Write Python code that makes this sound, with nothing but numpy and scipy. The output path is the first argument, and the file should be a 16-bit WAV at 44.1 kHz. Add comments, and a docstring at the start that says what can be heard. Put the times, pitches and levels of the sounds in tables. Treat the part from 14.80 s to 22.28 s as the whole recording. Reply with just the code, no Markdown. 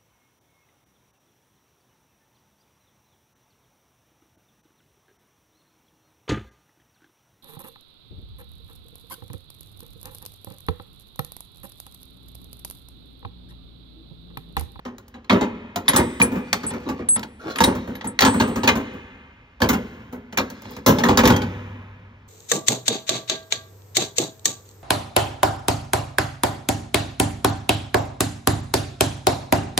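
"""Rummaging in a steel tool chest

A hand lifts and sets down a socket holder, a mallet, a pry bar and a socket rail in a garage.
Contacts are bursts of noise: click, clack and sheet-metal thud. Loose steel rings as decaying sines.
Slides are gritty filtered noise, soft nudges are muffled contacts, and the floor hums near the end.
Noise tails make the echoes of chest and garage, over faint air; two close microphone ports listen."""
import sys
import numpy as np
from scipy import signal
from scipy.fft import rfft, irfft, next_fast_len
from scipy.io import wavfile
from scipy.ndimage import uniform_filter1d, minimum_filter1d, map_coordinates

SR = 44100
rng = np.random.default_rng(int(sys.argv[2]) if len(sys.argv) > 2 else 0)


def master(y):
    """Save y as 16-bit WAV."""
    cut = np.clip(np.atleast_2d(y).T, -1, 1)
    pcm = np.round(cut * 32767)  # scale
    wavfile.write(sys.argv[1], SR, pcm.astype(np.int16))


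N = 329868


def amp(db):
    """Amplitude factor of a level in dB."""
    return 10 ** (np.asarray(db) / 20)


def unit(x):
    """x scaled to rms 1."""
    return x / np.sqrt(np.mean(x ** 2) + 1e-20)


def along(points, hz):
    """(Hz, value) points interpolated on a log frequency axis."""
    point_hz, values = np.transpose(points)
    return np.interp(np.log(hz + 1), np.log(point_hz + 1), values)


def fade(t, t60_s):
    """Free decay, 60 dB in t60_s."""
    return np.exp(-np.log(1000) * t / np.maximum(t60_s, 1e-3))


def swell(t, attack_s):
    """A sound takes a moment to build up."""
    return 1 - np.exp(-t / attack_s)


def wobble(knots, size):
    """A smooth random curve of rms 1, size points through about that many knots."""
    values = rng.standard_normal(int(knots) + 4)
    return unit(map_coordinates(values, [np.linspace(0, knots, size)]))


def filtered(x, response):
    """x times a complex response of frequency."""
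    size = x.shape[-1]
    padded = next_fast_len(size + 4096)
    hz = np.fft.rfftfreq(padded, 1 / SR)
    return irfft(rfft(x, padded) * response(hz), padded)[..., :size]


def add(track, start_s, x):
    """Mix x into the track at start_s."""
    part = track[..., max(round(start_s * SR), 0):][..., :x.shape[-1]]
    part += x[..., :part.shape[-1]]


# Stereo likeness of noise. Each row: frequency in Hz, left-right correlation from 0 to 1.
LIKENESS = [(120, 1), (350, 1), (700, 0.4), (1700, 0.89), (2600, .55), (3500, 0.78), (6000, 0.38),
            (8000, 0.98), (9300, 1), (13000, 1)]


def noise(size, response):
    """Coloured noise, rms 1 per port; row 0 reaches both ports alike, row 1 with opposite signs."""
    def colour(hz):
        turn = np.arccos(np.clip(along(LIKENESS, hz), 0, 1)) / 2
        return response(hz) * np.array([np.cos(turn), np.sin(turn)])
    return unit(filtered(rng.standard_normal((2, size)), colour)) / np.sqrt(2)


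# Colour of the air. Each row: frequency in Hz, relative level in dB.
AIR_COLOUR = [(25, -13.5), (70, -1.5), (140, -14), (240, -17.5), (450, -24), (1500, -28), (3000, -31.5),
              (6000, -46), (12000, -62)]


def air():
    """A faint steady hush: noise, strongest in the bass."""
    return amp(-53.5) * noise(N, lambda hz: amp(along(AIR_COLOUR, hz)))


def burst(envelope, response):
    """A dense cluster of modes of even strength that carries the energy of its envelope."""
    modes = noise(len(envelope), response)
    power = uniform_filter1d((modes ** 2).sum(0), size=600)
    x = modes / np.sqrt(np.abs(power) + 1e-6) * envelope
    return x * np.linalg.norm(envelope) / np.linalg.norm(x)


def chatter(t, t60_s, crack_db, attack_s, rebounds_per_s, depth_db):
    """A first crack, then a decay broken up by tiny rebounds of hard parts."""
    rebounds = fade(t, t60_s) * amp(depth_db * wobble(rebounds_per_s * t[-1], len(t)))
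    crack = amp(crack_db) * fade(t, 0.0088)
    shape = (rebounds + crack) * swell(t, attack_s)
    return shape * np.linalg.norm(fade(t, t60_s)) / np.linalg.norm(shape)


SETTLE_S = 0.016  # a tool lands on one end, then its other end comes down


def settling(t, envelope, again_db):
    """The envelope with a weaker second landing; the two share its energy."""
    second = amp(again_db) * np.interp(t - SETTLE_S, t, envelope, left=0)
    both = np.hypot(envelope, second)
    return both * np.linalg.norm(envelope) / np.linalg.norm(both)


def tool(spectrum, spacing_hz, depth_db):
    """Each contact picks its own resonances out of the general colour."""
    return lambda hz: amp(along(spectrum, hz) + depth_db * wobble(hz[-1] / spacing_hz, len(hz)))


# Resonances of the chest floor. Each row: centre in Hz, width in Hz, relative level in dB.
FLOOR_MODES = [(55, 36, -16), (101.4, 35, -6), (183.3, 31.4, -4), (238.6, 41.1, 3), (280.3, 58.3, -2),
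               (377.6, 120, -8.5), (424.5, 33.8, -5.5), (495, 26, -8.5)]


def sheet(hz):
    """Sheet-metal modes with alternating signs, rolled off above 650 Hz."""
    total = 0
    for k, (centre_hz, width_hz, db) in enumerate(FLOOR_MODES):
        damping = 1j * hz * width_hz
        total = total + (-1) ** k * amp(db) * damping / (centre_hz ** 2 - hz ** 2 + damping)
    return total / np.sqrt(1 + (hz / 650) ** 6)


# Colour of holders and handles. Each row: frequency in Hz, relative level in dB.
CLACK_COLOUR = [(200, -45), (550, -3), (700, -8), (860, 2.5), (1100, -3), (1500, -7.5), (2100, -12),
                (3000, -17), (6000, -59.5)]
# Colour of steel on steel. Each row: frequency in Hz, relative level in dB.
CLICK_COLOUR = [(600, -41), (1700, 2), (2400, -0.5), (2900, -2), (3800, 1), (5000, -4.5), (7000, -5),
                (9000, -13.5), (12000, -17), (16000, -17)]
# Blows near the middle of the floor drive its lowest modes more. 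Each row: time in seconds, bass in dB.
MIDDLE_BASS = [(.5, -7.5), (1.2, -2.5), (2.8, -1.5), (3.5, -0.5), (4, -2), (4.9, -1.5), (5.6, -2.5),
               (6.3, -0.5)]
THUD_DB, CLACK_DB, CLICK_DB = -0.17, -0.31, -0.63  # at hardness 0 dB
CLATTER_T60_S = 0.073  # click at strength -23 dB, hardness 0, edge 0; halves for each of these steps:
HARDER_DB, LIGHTER_DB, SHARPER_DB_PER_OCTAVE = 16, 38.5, 25


def contact(at_s, db, hardness_db, edge_db):
    """Steel clicks, holders clack, the floor thuds; hard, light, sharp contacts clatter shortest."""
    t = np.arange(SR // 3) / SR
    halvings = hardness_db / HARDER_DB - (db + 23) / LIGHTER_DB + edge_db / SHARPER_DB_PER_OCTAVE
    t60_s = CLATTER_T60_S * 2 ** -halvings
    bass_db = np.interp(at_s, *np.transpose(MIDDLE_BASS))

    thump = settling(t, fade(t, 0.24) * swell(t, 0.0093), again_db=-9.5)
    thud = burst(thump, lambda hz: sheet(hz) * amp(bass_db / (1 + (hz / 170) ** 4)))

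    crack_db = 10 - 130 * t60_s  # a clean blow is nearly all crack, a loose clatter has hardly any
    rattle = chatter(t, 1.583 * t60_s, crack_db - 0.5, attack_s=0.0017, rebounds_per_s=220, depth_db=2.5)
    clack = burst(settling(t, rattle, again_db=-8), tool(CLACK_COLOUR, spacing_hz=87.4, depth_db=3.5))

    tick = chatter(t, t60_s, crack_db, attack_s=0.00095, rebounds_per_s=140, depth_db=1.0)
    click = burst(tick, tool(CLICK_COLOUR, spacing_hz=159.9, depth_db=3))
    # sharper edge, more treble
    click = filtered(click, lambda hz: amp(edge_db * np.log2(np.clip(hz, 2500, 13000) / 4100)))

    low = amp(THUD_DB - hardness_db / 2) * thud
    high = amp(CLICK_DB + hardness_db / 2) * click
    return amp(db) * (low + amp(CLACK_DB) * clack + high)


# A tool meets the chest or another tool. Each row: start in seconds, strength in dB,
# hardness (click over thud) in dB, edge (treble slope) in dB per octave.
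TOOL_KNOCKS = [(0.051, -33.5, -15.5, -3.5), (0.182, -42.5, 3, 6.5), (0.281, -50.5, 5.5, 6.5),
               (0.341, -41, -11, -4.5), (0.444, -48, -0.5, -6), (.496, -13, -6, -7.5), (.525, -21, -27, 1),
               (0.61, -21.5, -15, -2.5), (0.959, -23, -0.5, 4), (1.081, -13, 12, -3.5),
               (1.133, -18, -10.5, 1), (1.161, -13.5, 0.5, 7), (1.182, -18, -12.5, -5),
               (1.399, -18.5, -16, 2.5), (1.417, -20.5, 2, 5.5), (1.729, -16.5, 14, -.5),
               (1.833, -29, -13, 0), (1.906, -31, -13, -0.5), (1.935, -33, -20, 3.5),
               (2.088, -27, -15, 2.5), (2.19, -38, -31, -3.5), (2.286, -37.5, 8, -2.5),
               (2.36, -28.5, -10, -7), (2.394, -36.5, 13, 4.5), (2.43, -30.5, 6, -1),
               (2.758, -27.5, 3.5, -5.5), (2.786, -25, 6, -4.5), (2.804, -12.5, -5, 1.5),
               (2.839, -15, 12, 0.5), (2.869, -22.5, -22.5, -1.5), (2.951, -31.5, -21, 6.5),
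               (3.153, -37.5, 3, -6.5), (3.21, -35, 2, -9), (3.243, -31, -18, 4.5), (3.39, -17.5, 29, -5),
               (3.407, -15, 8.5, 2.5), (3.42, -10.5, -0.5, 0), (3.449, -10.5, -4, 0), (3.599, -15, -8, -1),
               (3.758, -24.5, -16, 3.5), (3.833, -19, -7.5, -2), (3.875, -13, 5, 0), (3.888, -14.5, 3, -7),
               (3.954, -24.5, -19.5, 4.5), (4.803, -29.5, -15, 1), (4.818, -14.5, -8.5, 2),
               (4.889, -15.5, -7, 7), (4.93, -21.5, -12.5, 4), (5.325, -37.5, -25.5, 10),
               (5.525, -35, -7, -0.5), (5.574, -19, 4.5, 4), (5.584, -18, 1, -5.5), (5.701, -36.5, -1, 8),
               (5.82, -43, -3.5, 7.5), (5.852, -38, -11.5, -2.5), (5.907, -43.5, -22, 15),
               (5.965, -34, -8, 5.5), (6.062, -3.5, -6.5, 7.5), (6.185, -19.5, -6, 1),
               (6.236, -15, -12.5, 1), (6.285, -14, -14.5, -1), (6.373, -11.5, 0, 3.5),
               (6.39, -15, 0, -4.5), (6.435, -14.5, -21, 2), (6.454, -15, 12, -1.5),
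               (6.474, -14.5, 0.5, 4.5), (6.5, -14, -16, 2), (6.563, -25, 9.5, .5),
               (6.618, -26, -5.5, -1.5)]


def knocks():
    """Tools are lifted, bumped and set down, one contact each."""
    out = np.zeros((2, N))
    for start_s, db, hardness_db, edge_db in TOOL_KNOCKS:
        add(out, start_s, contact(start_s, db, hardness_db, edge_db))
    return out


def echo(x, decay, size):
    """A diffuse unit-gain tail, new every half second; each frequency dies at its own speed."""
    out, step = np.zeros((2, N)), SR // 2
    for first in range(0, N, step):
        hz, t, z = signal.stft(noise(size, np.ones_like), SR, nperseg=256)
        shape = fade(t, along(decay, hz)[:, None]) * swell(t, 0.0029)
        shape /= np.sqrt(np.mean(shape ** 2, axis=1, keepdims=True) * size)
        tail = signal.istft(z * shape, SR, nperseg=256)[1]
        add(out, first / SR, signal.fftconvolve(x[None, first:first + step], tail, axes=1))
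    return out


# Decay in the chest. Each row: frequency in Hz, t60 in seconds.
CHEST_T60 = [(100, 1), (1000, 0.25), (5000, 0.14), (15000, 0.16)]


def chest_echo(direct, steel):
    """The steel box answers with a short diffuse tail."""
    return amp(-10.5) * echo(direct + amp(-16.5) * steel, CHEST_T60, size=SR // 2)


# Decay in the garage. Each row: frequency in Hz, t60 in seconds.
GARAGE_T60 = [(100, 2.8), (300, 1.04), (1000, 2.36), (2500, 2.42), (4500, 1.12), (7000, 1.2), (12000, 1.4)]
# Sound sent into the garage. Each row: frequency in Hz, level in dB.
GARAGE_LEVEL = [(60, -15), (150, -12), (240, -15), (400, -14.5), (900, -19.5), (2500, -14.5), (4000, -21),
                (6000, -22.5), (12000, -29)]


def garage_echo(direct, steel):
    """The room answers with a long diffuse tail, coloured by what reaches it."""
    sent = filtered(direct + amp(-9.5) * steel, lambda hz: amp(along(GARAGE_LEVEL, hz)))
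    return echo(sent, GARAGE_T60, size=2 * SR)


def ring(t, hz, t60_s):
    """One struck mode: a sine that decays freely."""
    return np.sin(2 * np.pi * hz * t) * fade(t, t60_s) * swell(t, 0.00027)


# The two modes of a loose socket, lower and upper, in Hz.
SOCKET_MODES_HZ = [7849, 9369]
# That socket is struck. Each row: start in seconds, lower mode in dB, upper mode in dB,
# t60 in seconds, seconds it rings free before it is damped.
SOCKET_STRIKES = [(1.163, -12, -10, 0.13, .1), (1.23, -37.5, -72, 1, 0.54), (1.422, -15, -4.5, 0.098, 0.49),
                  (1.866, -21.5, -22, 0.23, 0.042), (2.288, -16, -10, 0.68, 0.078),
                  (3.273, -22.5, -22, 0.1, 0.093), (3.449, -22.5, -49, 0.91, 0.41)]
# Other tools ring on strong modes. Each row: start in seconds, frequency in Hz, level in dB, t60 in seconds.
TOOL_PINGS = [(.959, 704, -19.5, .14), (1.081, 3620, 1, 0.019), (1.081, 4830, -9, 0.027),
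              (1.085, 10430, 1, .062), (1.16, 1184, -16.5, .18), (1.161, 10300, -34, .31),
              (1.416, 2400, 4.5, .03), (1.422, 11700, -37, .21), (2.76, 11730, -34, .09),
              (2.784, 8460, -18.5, .045), (2.806, 914, -1, .047), (2.805, 1660, -17, .1),
              (2.839, 3800, -5, .042), (2.837, 8360, -11, .14), (2.839, 10780, -24.5, .1),
              (3.154, 11730, -36.5, .08), (3.243, 863, -22.5, .06), (3.877, 950, -18, .04),
              (3.877, 2450, -8.5, .13), (4.819, 1718, -11.5, 0.061), (5.572, 2360, -16, .13),
              (6.237, 1780, -10, 0.046), (6.375, 3780, -17, .08), (6.535, 3190, -26.5, .24)]


def rings():
    """Steel rings until it dies away or comes to rest against a neighbour."""
    out, t = np.zeros(N), np.arange(SR) / SR
    lower_hz, upper_hz = SOCKET_MODES_HZ
    for start_s, lower_db, upper_db, t60_s, free_s in SOCKET_STRIKES:
        tone = amp(lower_db) * ring(t, lower_hz, t60_s) + amp(upper_db) * ring(t, upper_hz, t60_s)
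        damping = fade(np.maximum(t - free_s, 0), 0.021)
        add(out, start_s, tone * damping)
    for start_s, hz, db, t60_s in TOOL_PINGS:
        add(out, start_s, amp(db) * ring(t, hz, t60_s))
    return out


# Tools slide and shuffle under the hand. Each row: start in seconds, end in seconds, level in dB,
# hardness (slope up to 4500 Hz) in dB per octave.
TOOL_SLIDES = [(1.051, 1.13, -39, 2), (1.445, 2.294, -50.5, 4), (2.053, 2.126, -29.5, -3.5),
               (2.586, 2.785, -36.5, 1), (2.637, 2.698, -30, -0.5), (2.695, 2.74, -41, 9.5),
               (2.896, 3.307, -52, -5), (5.7, 6.101, -52, 6)]
# Colour of rubbing before that slope. Each row: frequency in Hz, relative level in dB.
SCRAPE_COLOUR = [(60, -22.5), (250, 13.5), (450, 14.5), (700, 4.5), (1000, 10), (2000, -5), (4000, -9),
                 (7000, -19), (9500, -28.5), (15000, -33.5)]


def slides():
    """Gritty rubbing that swells and fades with each stroke."""
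    out = np.zeros((2, N))
    for start_s, end_s, db, hardness in TOOL_SLIDES:
        length_s = end_s - start_s
        size = int(length_s * SR)
        fine_db = 2.5 * wobble(length_s * 400, size)
        coarse_db = 3.6 * wobble(length_s * 35, size)
        grit = unit(amp(fine_db + coarse_db))
        stroke = unit(np.sin(np.linspace(0, np.pi, size)))
        colour = tool(SCRAPE_COLOUR, spacing_hz=111.9, depth_db=5.0)
        rub = noise(size, lambda hz: colour(hz) * amp(hardness * np.log2(np.minimum(hz, 4500) + 1)))
        add(out, start_s, amp(db) * stroke * grit * rub)
    return out


# The hand nudges loose tools. Each row: start in seconds, end in seconds, strength in dB.
HAND_NUDGES = [(1.468, 1.589, -32), (1.969, 2.046, -45.5), (3.001, 3.11, -36.5), (3.501, 3.556, -27.5),
               (3.658, 3.721, -31.5), (3.98, 4.138, -43.5)]
NUDGES_PER_S, NUDGE_SCATTER_DB = 13, 0.5


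def nudges():
    """Loose tools bump softly at uneven moments while the hand is among them."""
    out = np.zeros((2, N))
    for start_s, end_s, db in HAND_NUDGES:
        count = max(1, round((end_s - start_s) * NUDGES_PER_S))
        for k, (shift, strength) in enumerate(rng.uniform(-1, 1, (count, 2))):
            at_s = start_s + (end_s - start_s) * (k + 0.5 + shift / 2) / count
            nudge_db = db + NUDGE_SCATTER_DB * strength
            add(out, at_s, contact(at_s, nudge_db, hardness_db=-29, edge_db=7))  # soft, muffled
    return out


def panel(start_s, hz, db):
    """With the socket rail lifted off it, the floor panel hums on freely in one mode."""
    out, t = np.zeros(N), np.arange(2 * SR) / SR
    hum = ring(t, hz, t60_s=2.3) * swell(t, 0.02)
    add(out, start_s, amp(db) * hum)
    return out


def scene():
    """The tools sound directly, inside the chest and round the garage, over a faint hush of air."""
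    hush = air()
    direct = knocks() + slides() + nudges()
    steel = rings()
    echoes = chest_echo(direct.sum(0), steel) + garage_echo(direct.sum(0), steel)
    common, apart = direct + echoes + hush
    common = common + steel + panel(start_s=6.5, hz=98.7, db=-25.5)
    return np.array([common + apart, common - apart])


def limiter(x, ceiling):
    """The gain ducks for a few milliseconds around the highest peaks."""
    needed = np.minimum(1, ceiling / (np.abs(x).max(0) + 1e-9))
    return x * uniform_filter1d(minimum_filter1d(needed, size=301), size=301)


# Phase between the ports. Each row: frequency in Hz, lag of left behind right in radians.
PORT_LAG = [(120, 0), (350, .3), (700, .8), (1700, 1.3), (2600, 3), (3400, 5.7), (4700, 5.7), (6000, 5.1),
            (7800, 3.6), (8600, 3.25), (9400, 3.05), (10500, 2.65), (12900, .5)]
LOW_CUT_HZ, TOP_HZ = 45, 15750


def record(dry):
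    """Sound reaches the two ports out of step; rumble is cut, peaks are limited and the band ends."""
    def port_response(hz):
        lag = np.exp(0.5j * along(PORT_LAG, hz) * np.array([[-1], [1]]))
        low_cut = (1j * hz) ** 2 / (LOW_CUT_HZ ** 2 - hz ** 2 + 1j * LOW_CUT_HZ * hz)
        return lag * low_cut
    ports = limiter(filtered(dry, port_response), ceiling=0.92)
    return filtered(ports, lambda hz: 1 / np.sqrt(1 + (hz / TOP_HZ) ** 160))


dry = scene()
out = record(dry)
master(out)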